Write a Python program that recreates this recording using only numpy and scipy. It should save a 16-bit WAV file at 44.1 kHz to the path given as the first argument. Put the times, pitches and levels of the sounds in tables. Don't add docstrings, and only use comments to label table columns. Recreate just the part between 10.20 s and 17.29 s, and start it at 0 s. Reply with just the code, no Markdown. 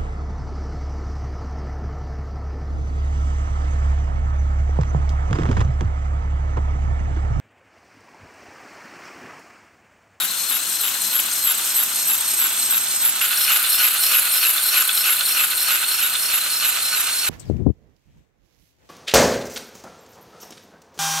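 import sys
import numpy as np
from scipy import signal
from scipy.fft import rfft, irfft, next_fast_len
from scipy.io import wavfile
from scipy.ndimage import uniform_filter1d, map_coordinates

SR = 44100
rng = np.random.default_rng(int(sys.argv[2]) if len(sys.argv) > 2 else 0)


def transcribe(u):
    v = np.clip(np.atleast_2d(u).T, -1, 1)
    q = np.round(v * 32767).astype(np.int16)
    wavfile.write(sys.argv[1], SR, q)


N = 312669
T = np.arange(N) / SR
PINION, SHAFT = .288, .0302
BODY_HZ, BODY_SCATTER = 1426, .074
# (frequency [Hz], level [dB])
SIDE_TEETH = [(600, -5), (2500, 1.5), (4200, -1), (5000, 4.5), (5900, 6.5), (6600, 8), (8400, 9.5),
              (10000, 4), (12600, 9.5), (13600, 4), (15500, -33)]


def undb(db):
    return 10 ** (np.asarray(db) / 20)


def unit(x):
    return x / np.sqrt(np.mean(x ** 2))


def curves(table, at, period=None):
    first, *columns = np.transpose(table)
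    return [np.interp(at, first, c, period=period) for c in columns]


def drift(rate):
    size = next_fast_len(N, True)
    rolloff = 1 + (np.fft.rfftfreq(size, 1 / SR) / rate) ** 4
    return unit(irfft(rfft(rng.standard_normal(size)) / rolloff, size)[:N])


def swell(angle, centre, width):
    return np.exp(-.5 * (((angle - centre + .5) % 1 - .5) / width) ** 2)


def colour(x, points, size=4096):
    hz, db = np.transpose(points)
    f = np.fft.rfftfreq(size, 1 / SR) + 1
    gain = unit(undb(np.interp(np.log(f), np.log(hz), db)) * np.minimum(f / hz[0], 1) ** 2)
    cepstrum = irfft(np.log(gain))[:size // 2]
    cepstrum[1:] *= 2
    return signal.fftconvolve(x, irfft(np.exp(rfft(cepstrum, size))))[:N]


def low_cut(x, hz=700):
    return signal.sosfilt(signal.butter(2, hz, "high", fs=SR, output="sos"), x)


def tail(t60, size=16384):
    burst = rng.standard_normal(size) * np.exp(-np.log(1000) * T[:size] / t60)
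    return burst / np.linalg.norm(burst)


def clicks(rate, spread_db=2.2):
    force = undb(spread_db * np.clip(rng.standard_normal(N), -2, 2))
    return unit((rng.random(N) < rate / SR) * force * rng.choice([-1, 1], N))


def pings(times, peak_db, hz, cycles, size=2048):
    out = np.zeros(N + size)
    for s, gain, f in zip(times, undb(peak_db), hz):
        turn = f * T[:min(size, int(cycles / f * SR))]
        decay = np.exp(-np.log(1000) * turn / cycles)
        start = int(s * SR)
        out[start:start + len(turn)] += gain * np.cos(2 * np.pi * turn) * decay
    return low_cut(out[:N])


def ticks(force_db, hz, scatter, cycles, count):
    at = rng.integers(0, N, count)
    strength, pitch = np.clip(rng.standard_normal((count, 2)), -1.7, 1.7).T
    return pings(at / SR, force_db[at] + 3 * strength, hz[at] * np.exp(scatter * pitch), cycles)


def room_tone(rumble_db, width_db):
    # (frequency [Hz], level [dB])
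    rumble = [(36, -6), (48, -4), (60, -2), (135, -4.5), (210, -4), (340, 4), (480, -0.5), (1000, 3),
              (8000, -73)]
    # (frequency [Hz], level [dB])
    hum_tones = [(48.4, -74), (100, -66)]
    mid, side = (colour(rng.standard_normal(N), rumble) for _ in range(2))
    hum = sum(np.sqrt(2) * undb(db) * np.sin(2 * np.pi * hz * T + .38 * drift(4.3))
              for hz, db in hum_tones)
    return hum + undb(rumble_db) * (mid + undb(width_db) * side * np.array([[1], [-1]]))


def room(flanks, flank_db, echo_db, shade):
    # (time [s], left minus right [dB], left later than right [ms])
    path = [(0.2, 3.7, -.015), (0.75, 3.2, -.005), (2.95, -1.7, .035), (3.05, -0.1, 0), (4.3, 0, 0),
            (7.0, -1.4, .03)]
    mid = flanks.mean(axis=0)
    treble = low_cut(mid, 500)
    echoes = sum(shift(2.5 * T) * signal.fftconvolve(treble, tail(t60=.06))[:N]
                 for shift in (np.sin, np.cos))
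    spread = undb(flank_db) * (flanks[0] - mid) + undb(echo_db) * echoes
    bright, full = (signal.sosfiltfilt(signal.butter(1, band, "band", fs=SR, output="sos"), mid)
                    for band in ([10500, 20000], [900, 3800]))
    spread += shade * (bright - full)
    pan_db, lag_ms = curves(path, T)
    ears = []
    for side in (1, -1):
        walls = undb(-13) * signal.fftconvolve(mid, np.roll(tail(t60=.2), SR // 200))[:N]
        delayed = (T - side * lag_ms / 2000) * SR
        direct = map_coordinates(mid + side * spread, [delayed], order=5, mode="mirror")
        ears.append((direct + walls) * undb(side * pan_db / 2))
    return np.array(ears)


def chassis_drone(level_db):
    # (frequency [Hz], level [dB])
    chassis = [(160, -19.5), (186, 1.5), (222, -10), (252, 0.5), (285, -8.5), (330, -4), (450, -24.5)]
    return colour(rng.standard_normal(N), chassis) * undb(level_db)


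def link_taps(force_db, favoured_hz, count, t60=.021, fall_db_per_octave=11.5):
    # (frequency [Hz], level [dB])
    modes = [(2620, -1), (2960, -3), (3560, 2), (4110, 3)]
    at = rng.integers(0, N, count)
    tap_db = force_db[at] + 3.5 * np.clip(rng.standard_normal(count), -2, 1.5)
    t = T[:int(t60 * SR)]
    out = 0
    for hz, db in modes:
        octaves_off = np.abs(np.log2(hz / favoured_hz[at]))
        taps = np.zeros(N)
        taps[at] = undb(tap_db + db - fall_db_per_octave * octaves_off) * rng.uniform(-1, 1, count)
        ring = np.sin(2 * np.pi * hz * t) * np.exp(-np.log(1000) * t / t60)
        out = out + signal.fftconvolve(taps, ring)[:N]
    return low_cut(out)


def link_rattle(angle, frame, from_behind, gain_db, chatter_db, tap_db, body_db):
    # (angle [turns], width [turns], side boost [dB], rear boost [dB], favoured ring [Hz])
    footfalls = [(.0, 0.049, 8, 8.5, 2740), (.118, 0.025, 6, 6.5, 2330), (.29, 0.14, 4, 4, 2790),
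                 (.38, 0.033, 2.5, 4.5, 3630), (.7, 0.083, 0, 3, 3000), (.89, 0.038, 2.5, 7, 2820)]
    shake_db = sum((rear_db if from_behind else side_db) * swell(angle, turn, width)
                   for turn, width, side_db, rear_db, _ in footfalls)
    ring_hz = curves(footfalls, angle, period=.97)[-1]
    force_db = shake_db + .98 * drift(6.4) + gain_db
    flanks = []
    for _ in range(2):
        chatter = unit(clicks(2800, 2.4) * undb(1.5 * drift(130)))
        taps = link_taps(force_db + tap_db, ring_hz, count=620)
        body = ticks(force_db + body_db, np.full(N, BODY_HZ), BODY_SCATTER, cycles=90, count=380)
        flanks.append(colour(chatter * undb(chatter_db + force_db), frame) + taps + body)
    return np.array(flanks)


def link_knocks(rebound_db, body_db):
    # (time [s], peak level [dB],
    # ring [Hz])
    snaps = [(0.3634, -22, 2850), (0.68, -20, 2950), (0.9937, -18, 3060), (1.115, -14.5, 6460),
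             (3.0149, -16, 2750), (3.1284, -15, 3460), (3.1743, -13.5, 5600), (3.21, -14, 4080),
             (3.4398, -13.5, 3550), (3.543, -13, 3540), (3.8366, -14, 4050), (4.0677, -19, 2600),
             (4.6232, -12, 7140), (4.6922, -10, 3470), (4.775, -12.5, 4050), (4.8936, -14, 2810),
             (4.926, -16.5, 3580), (5.009, -11.5, 4090), (5.197, -18, 2580), (5.206, -20, 4120),
             (5.239, -17, 3530), (5.318, -15.5, 4220), (5.3327, -20, 2640), (5.7135, -16, 4090),
             (5.8205, -24, 2750), (5.953, -18, 4050), (6.1354, -23, 2700), (6.268, -18, 4090)]
    s, db, hz = np.transpose(snaps)
    ring = pings(s, db, hz, cycles=75)
    rebound = pings(s + rng.uniform(.0015, .004, len(s)), db + rebound_db, .76 * hz, cycles=45)
    body_hz = BODY_HZ * np.exp(BODY_SCATTER * rng.standard_normal(len(s)))
    body = pings(s + .003, db + body_db, body_hz, cycles=30)
    crack = signal.fftconvolve(pings(s, db, hz, cycles=4), tail(t60=.015))[:N]
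    return ring + rebound + body + crack


def frame_growl(motor, level_db):
    # (frequency [Hz], level [dB])
    hollow = [(2050, -28), (2400, -7), (2600, 0), (2800, -3), (2980, -2), (3400, -25)]
    noise = rng.standard_normal(N)
    jolts = SHAFT * motor["cycles"] + .2 * drift(40)
    strength = rng.uniform(.3, 1, N)[np.floor(jolts).astype(int)]
    judder = unit(np.exp(-(jolts % 1) / .3) * strength)
    return colour(noise * judder, hollow) * swell(motor["angle"], .942, .075) * undb(level_db)


def cam_scrape(angle, level_db):
    scrape = colour(clicks(9000), [(10500, -25), (13300, 0), (14300, 2), (15500, -11)])
    return scrape * swell(angle, .12, .055) * undb(level_db)


def tooth_skid(angle, level_db):
    skid = colour(clicks(9000), [(7600, -33), (8350, -4), (8700, -3), (9300, -4), (10500, -35)])
    return skid * swell(angle, .503, .053) * undb(level_db)


def tooth_rasp(motor, spectrum, level_db, grit_db):
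    meshing = 1 + .5 * np.cos(motor["pinion_phase"])
    rubs = [unit(clicks(16000) * meshing * undb(.8 * drift(120))) for _ in range(2)]
    accents_db = 3.24 * swell(motor["angle"], .63, .084) + 3 * swell(motor["angle"], .15, .035)
    rub_db = level_db - 1.65 * motor["load"] + accents_db
    rasp = [colour(rub * undb(rub_db), spectrum) for rub in rubs]
    grit = [ticks(rub_db + grit_db, 2.6 * motor["nominal_hz"], scatter=.17, cycles=70, count=1600)
            for _ in range(2)]
    return np.array(rasp) + np.array(grit)


def geared_motor(angle, speed, race_hz, hoarseness):
    # (angle [turns], nominal whine pitch [Hz])
    stride_pitch = [(0, 3740), (.11, 3810), (.155, 3600), (.19, 4060), (.26, 4040), (.295, 4200),
                    (.35, 4070), (.45, 4260), (.52, 4280), (.57, 4100), (.63, 4140), (.77, 4110),
                    (.83, 4210), (.89, 4100), (.95, 4020)]
    # (time [s], nominal pitch shift under load [Hz], squeal boost [dB])
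    strides = [(.03, -49.5, 1.5), (.35, -25.5, 2), (.66, -10.5, -1), (.98, 49.5, 3), (1.3, -5.5, 2.5),
               (1.61, 35, 1.5), (1.93, -8.5, 0.5), (2.24, 50, 0), (2.56, 41.5, 1), (2.88, -11, 4),
               (3.03, 5, -3.5), (3.35, -9, -1.5), (3.66, 71, -1), (3.97, -6.5, -1), (4.29, -45, -1),
               (4.6, -60.5, -0.5), (4.91, -58.5, 1), (5.22, -40.5, 0), (5.54, -9, 0), (5.85, -39.5, 1),
               (6.16, -26.5, 3), (6.48, 0.5, 3.5), (6.79, 40.5, 4)]
    # (angle [turns], width [turns], nominal boost [dB])
    bites = [(.23, .02, 7), (.322, .016, 7.5), (.55, .022, 6), (.69, .08, 6), (0.9, 0.05, 6.5)]
    free_hz, sag_hz = 4160, 305.5
    nominal_hz = curves(stride_pitch, angle, period=1)[0]
    nominal_hz += race_hz * swell(angle, .86, .06)
    shift_hz, effort_db = curves(strides, T)
    load = np.clip((free_hz - nominal_hz) / sag_hz, 0, 1)
    strain = swell(angle, .92, .05)
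    free = (1 - load) * (1 - strain)
    bite_db = sum(db * swell(angle, turn, width) for turn, width, db in bites)
    slip = (10 * angle + .27 + .13 * drift(12)) % 1
    chirps = 1 - free * (.55 - .9 * np.sin(np.pi * slip ** 1.5) ** 2)
    waver = 1 + .005 * drift(40) + .007 * free * drift(5) + .025 * free * (.5 - slip)
    pitch = speed * (nominal_hz + load * shift_hz) * waver
    cycles = np.cumsum(pitch) / SR
    shaft_phase = 2 * np.pi * SHAFT * cycles + .57 * drift(25)
    pinion_phase = 2 * np.pi * PINION * cycles + 1.1 * drift(200)
    throb = 1 + (.2 + .35 * load) * (np.cos(shaft_phase) - .4 * np.cos(2 * shaft_phase))
    blur = .3 + hoarseness * free * undb(-bite_db)
    since_release = (angle - .153) % 1
    release_db = -17 * uniform_filter1d(np.exp(-since_release / .06), size=150)
    return dict(angle=angle, nominal_hz=nominal_hz, pitch=pitch, cycles=cycles, load=load,
                strain=strain, effort_db=effort_db, bite_db=bite_db, release_db=release_db,
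                chirps=chirps, throb=throb, blur=blur, pinion_phase=pinion_phase)


def partial(cycles, level_db, envelope, blur, flutter=2.5):
    flutter_db = 1.5 * flutter * np.tanh(drift(60))
    tone = np.sin(2 * np.pi * cycles + blur * drift(500))
    return unit(tone * envelope * undb(flutter_db)) * undb(level_db)


def gear_whine(motor, first_db, second_db, sideband_db, bite_depths):
    cycles, load, chirps, bite_db = motor["cycles"], motor["load"], motor["chirps"], motor["bite_db"]
    first_grip_db, second_grip_db = (depth * bite_db + motor["release_db"] / 2 for depth in bite_depths)
    shake = .06 * drift(70)
    flicker = chirps ** .7 * undb(1.8 * drift(14))
    tone = partial(cycles + shake, first_db + first_grip_db - load, flicker, blur=.4, flutter=2.2)
    pulse = chirps * np.sqrt(motor["throb"])
    tone += partial(2 * cycles, second_db + second_grip_db + 3 * load, pulse, motor["blur"])
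    late = chirps * swell(motor["angle"], .73, .14)
    tone += partial((1 + PINION) * cycles + 3 * shake, sideband_db, late, blur=.9, flutter=2.2)
    upper_db = sideband_db + 1.96 * bite_db - 8.5
    return tone + partial((2 + PINION) * cycles, upper_db, chirps * (1 - load), blur=.42)


def gear_squeal(motor, level_db, bite_depth, load_db, strain_db, undertone_db):
    # (frequency [Hz], gain [dB])
    gearbox = [(10300, -3.5), (11400, 1), (11900, -2), (12300, 0), (12750, -5), (13300, -5), (13900, -18)]
    load, throb = motor["load"], motor["throb"]
    contact_db = level_db + bite_depth * motor["bite_db"] + motor["release_db"]
    contact_db += (load_db + motor["effort_db"]) * load
    strained_db = contact_db + strain_db * motor["strain"]
    squeal = 0
    for order, db in ((3 - PINION, undertone_db), (3, 0), (3 + PINION, -8)):
        line_db = strained_db + db + curves(gearbox, order * motor["pitch"])[0]
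        squeal += partial(order * motor["cycles"], line_db, motor["chirps"] * throb, motor["blur"] + .1)
    resonance = [(6000, -57), (9800, -19), (11600, 7.5), (12400, 12), (13300, 6), (15500, -11)]
    fizz = np.array([colour(clicks(11000), resonance) for _ in range(2)])
    return squeal + fizz * np.sqrt(throb) * undb(contact_db + 3.5 - 3 * load)


def camshaft(heavy_load_s, stride_s):
    return (T - heavy_load_s) / stride_s % 1


def passing(nearest_s, fall_db_per_s):
    return -fall_db_per_s * (np.hypot(T - nearest_s, .3) - .3)


def robot_from_side():
    # (frequency [Hz], level [dB])
    frame = [(150, -27.5), (480, -14.5), (800, -6.5), (1100, -1), (1500, 3.5), (1850, -3), (2300, -1.5),
             (2900, 2), (3600, 3), (4700, -5), (7000, -26), (15000, -6)]
    angle = camshaft(heavy_load_s=.0125, stride_s=.31595)
    facing_db = passing(nearest_s=2.2, fall_db_per_s=4.5)
    motor = geared_motor(angle, speed=1, race_hz=10.02, hoarseness=.08)
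    return (gear_whine(motor, first_db=-38.5 - .36 * facing_db, second_db=-32.5 + .88 * facing_db,
                       sideband_db=-43 + facing_db / 2, bite_depths=(.6, 1.2))
            + gear_squeal(motor, -33 + facing_db, bite_depth=.6, load_db=10, strain_db=7.5,
                          undertone_db=-11.5)
            + cam_scrape(angle, -26.5)
            + tooth_rasp(motor, SIDE_TEETH, -24 + .24 * facing_db, grit_db=-1)
            + tooth_skid(angle, -29 + .47 * facing_db)
            + frame_growl(motor, -56 + 1.1 * facing_db)
            + link_rattle(angle, frame, from_behind=False, gain_db=.05 * facing_db,
                          chatter_db=-31.5, tap_db=-27.5, body_db=-39)
            + chassis_drone(-50.5))


def robot_from_behind():
    # (frequency [Hz], level [dB])
    frame = [(150, -32), (480, -18), (1050, -9), (1300, 2.5), (1380, -3), (1465, 6.5), (1600, -2),
             (1900, -4.5), (2300, -2), (2800, 1), (3600, -6.5), (6000, -9.5), (7000, -7), (15000, -19.5)]
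    # (frequency [Hz], level [dB])
    teeth = [(600, -7.5), (2500, -1), (4200, 6.5), (5400, -6), (6000, -12), (6700, 1), (8600, 5),
             (10900, 8), (12600, 7), (13600, 4), (15500, -4.5)]
    angle = camshaft(heavy_load_s=3.0145, stride_s=.31285)
    facing_db = passing(nearest_s=3.84, fall_db_per_s=3.5)
    motor = geared_motor(angle, speed=1.012, race_hz=115, hoarseness=.3)
    return (gear_whine(motor, first_db=-35, second_db=-36.5 + .07 * facing_db,
                       sideband_db=-34.5 + facing_db / 2, bite_depths=(.9, .7))
            + gear_squeal(motor, -32.5 + facing_db, bite_depth=1.3, load_db=13, strain_db=-1.5,
                          undertone_db=-7)
            + cam_scrape(angle, -28.5)
            + tooth_rasp(motor, teeth, -22 + .42 * facing_db, grit_db=3.5)
            + tooth_skid(angle, -26 + .47 * facing_db)
            + frame_growl(motor, -23 + 1.1 * facing_db)
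            + colour(clicks(16000, 2), SIDE_TEETH) * undb(-43.5 - 1.54 * facing_db)
            + link_rattle(angle, frame, from_behind=True, gain_db=.3 * facing_db,
                          chatter_db=-29, tap_db=-22.5, body_db=-34)
            + chassis_drone(-55.5))


def scene():
    switch_s = 3.012
    robot = np.where(T < switch_s, robot_from_side(), robot_from_behind())
    robot += link_knocks(rebound_db=-4, body_db=-9.5)
    placed = room(robot, flank_db=-6, echo_db=-11.5, shade=.15)
    return placed + room_tone(rumble_db=-51.5, width_db=-13.5)


def record(dry):
    return signal.sosfilt(signal.ellip(10, .2, 80, 15700, fs=SR, output="sos"), dry)


dry = scene()
out = record(dry)
transcribe(out)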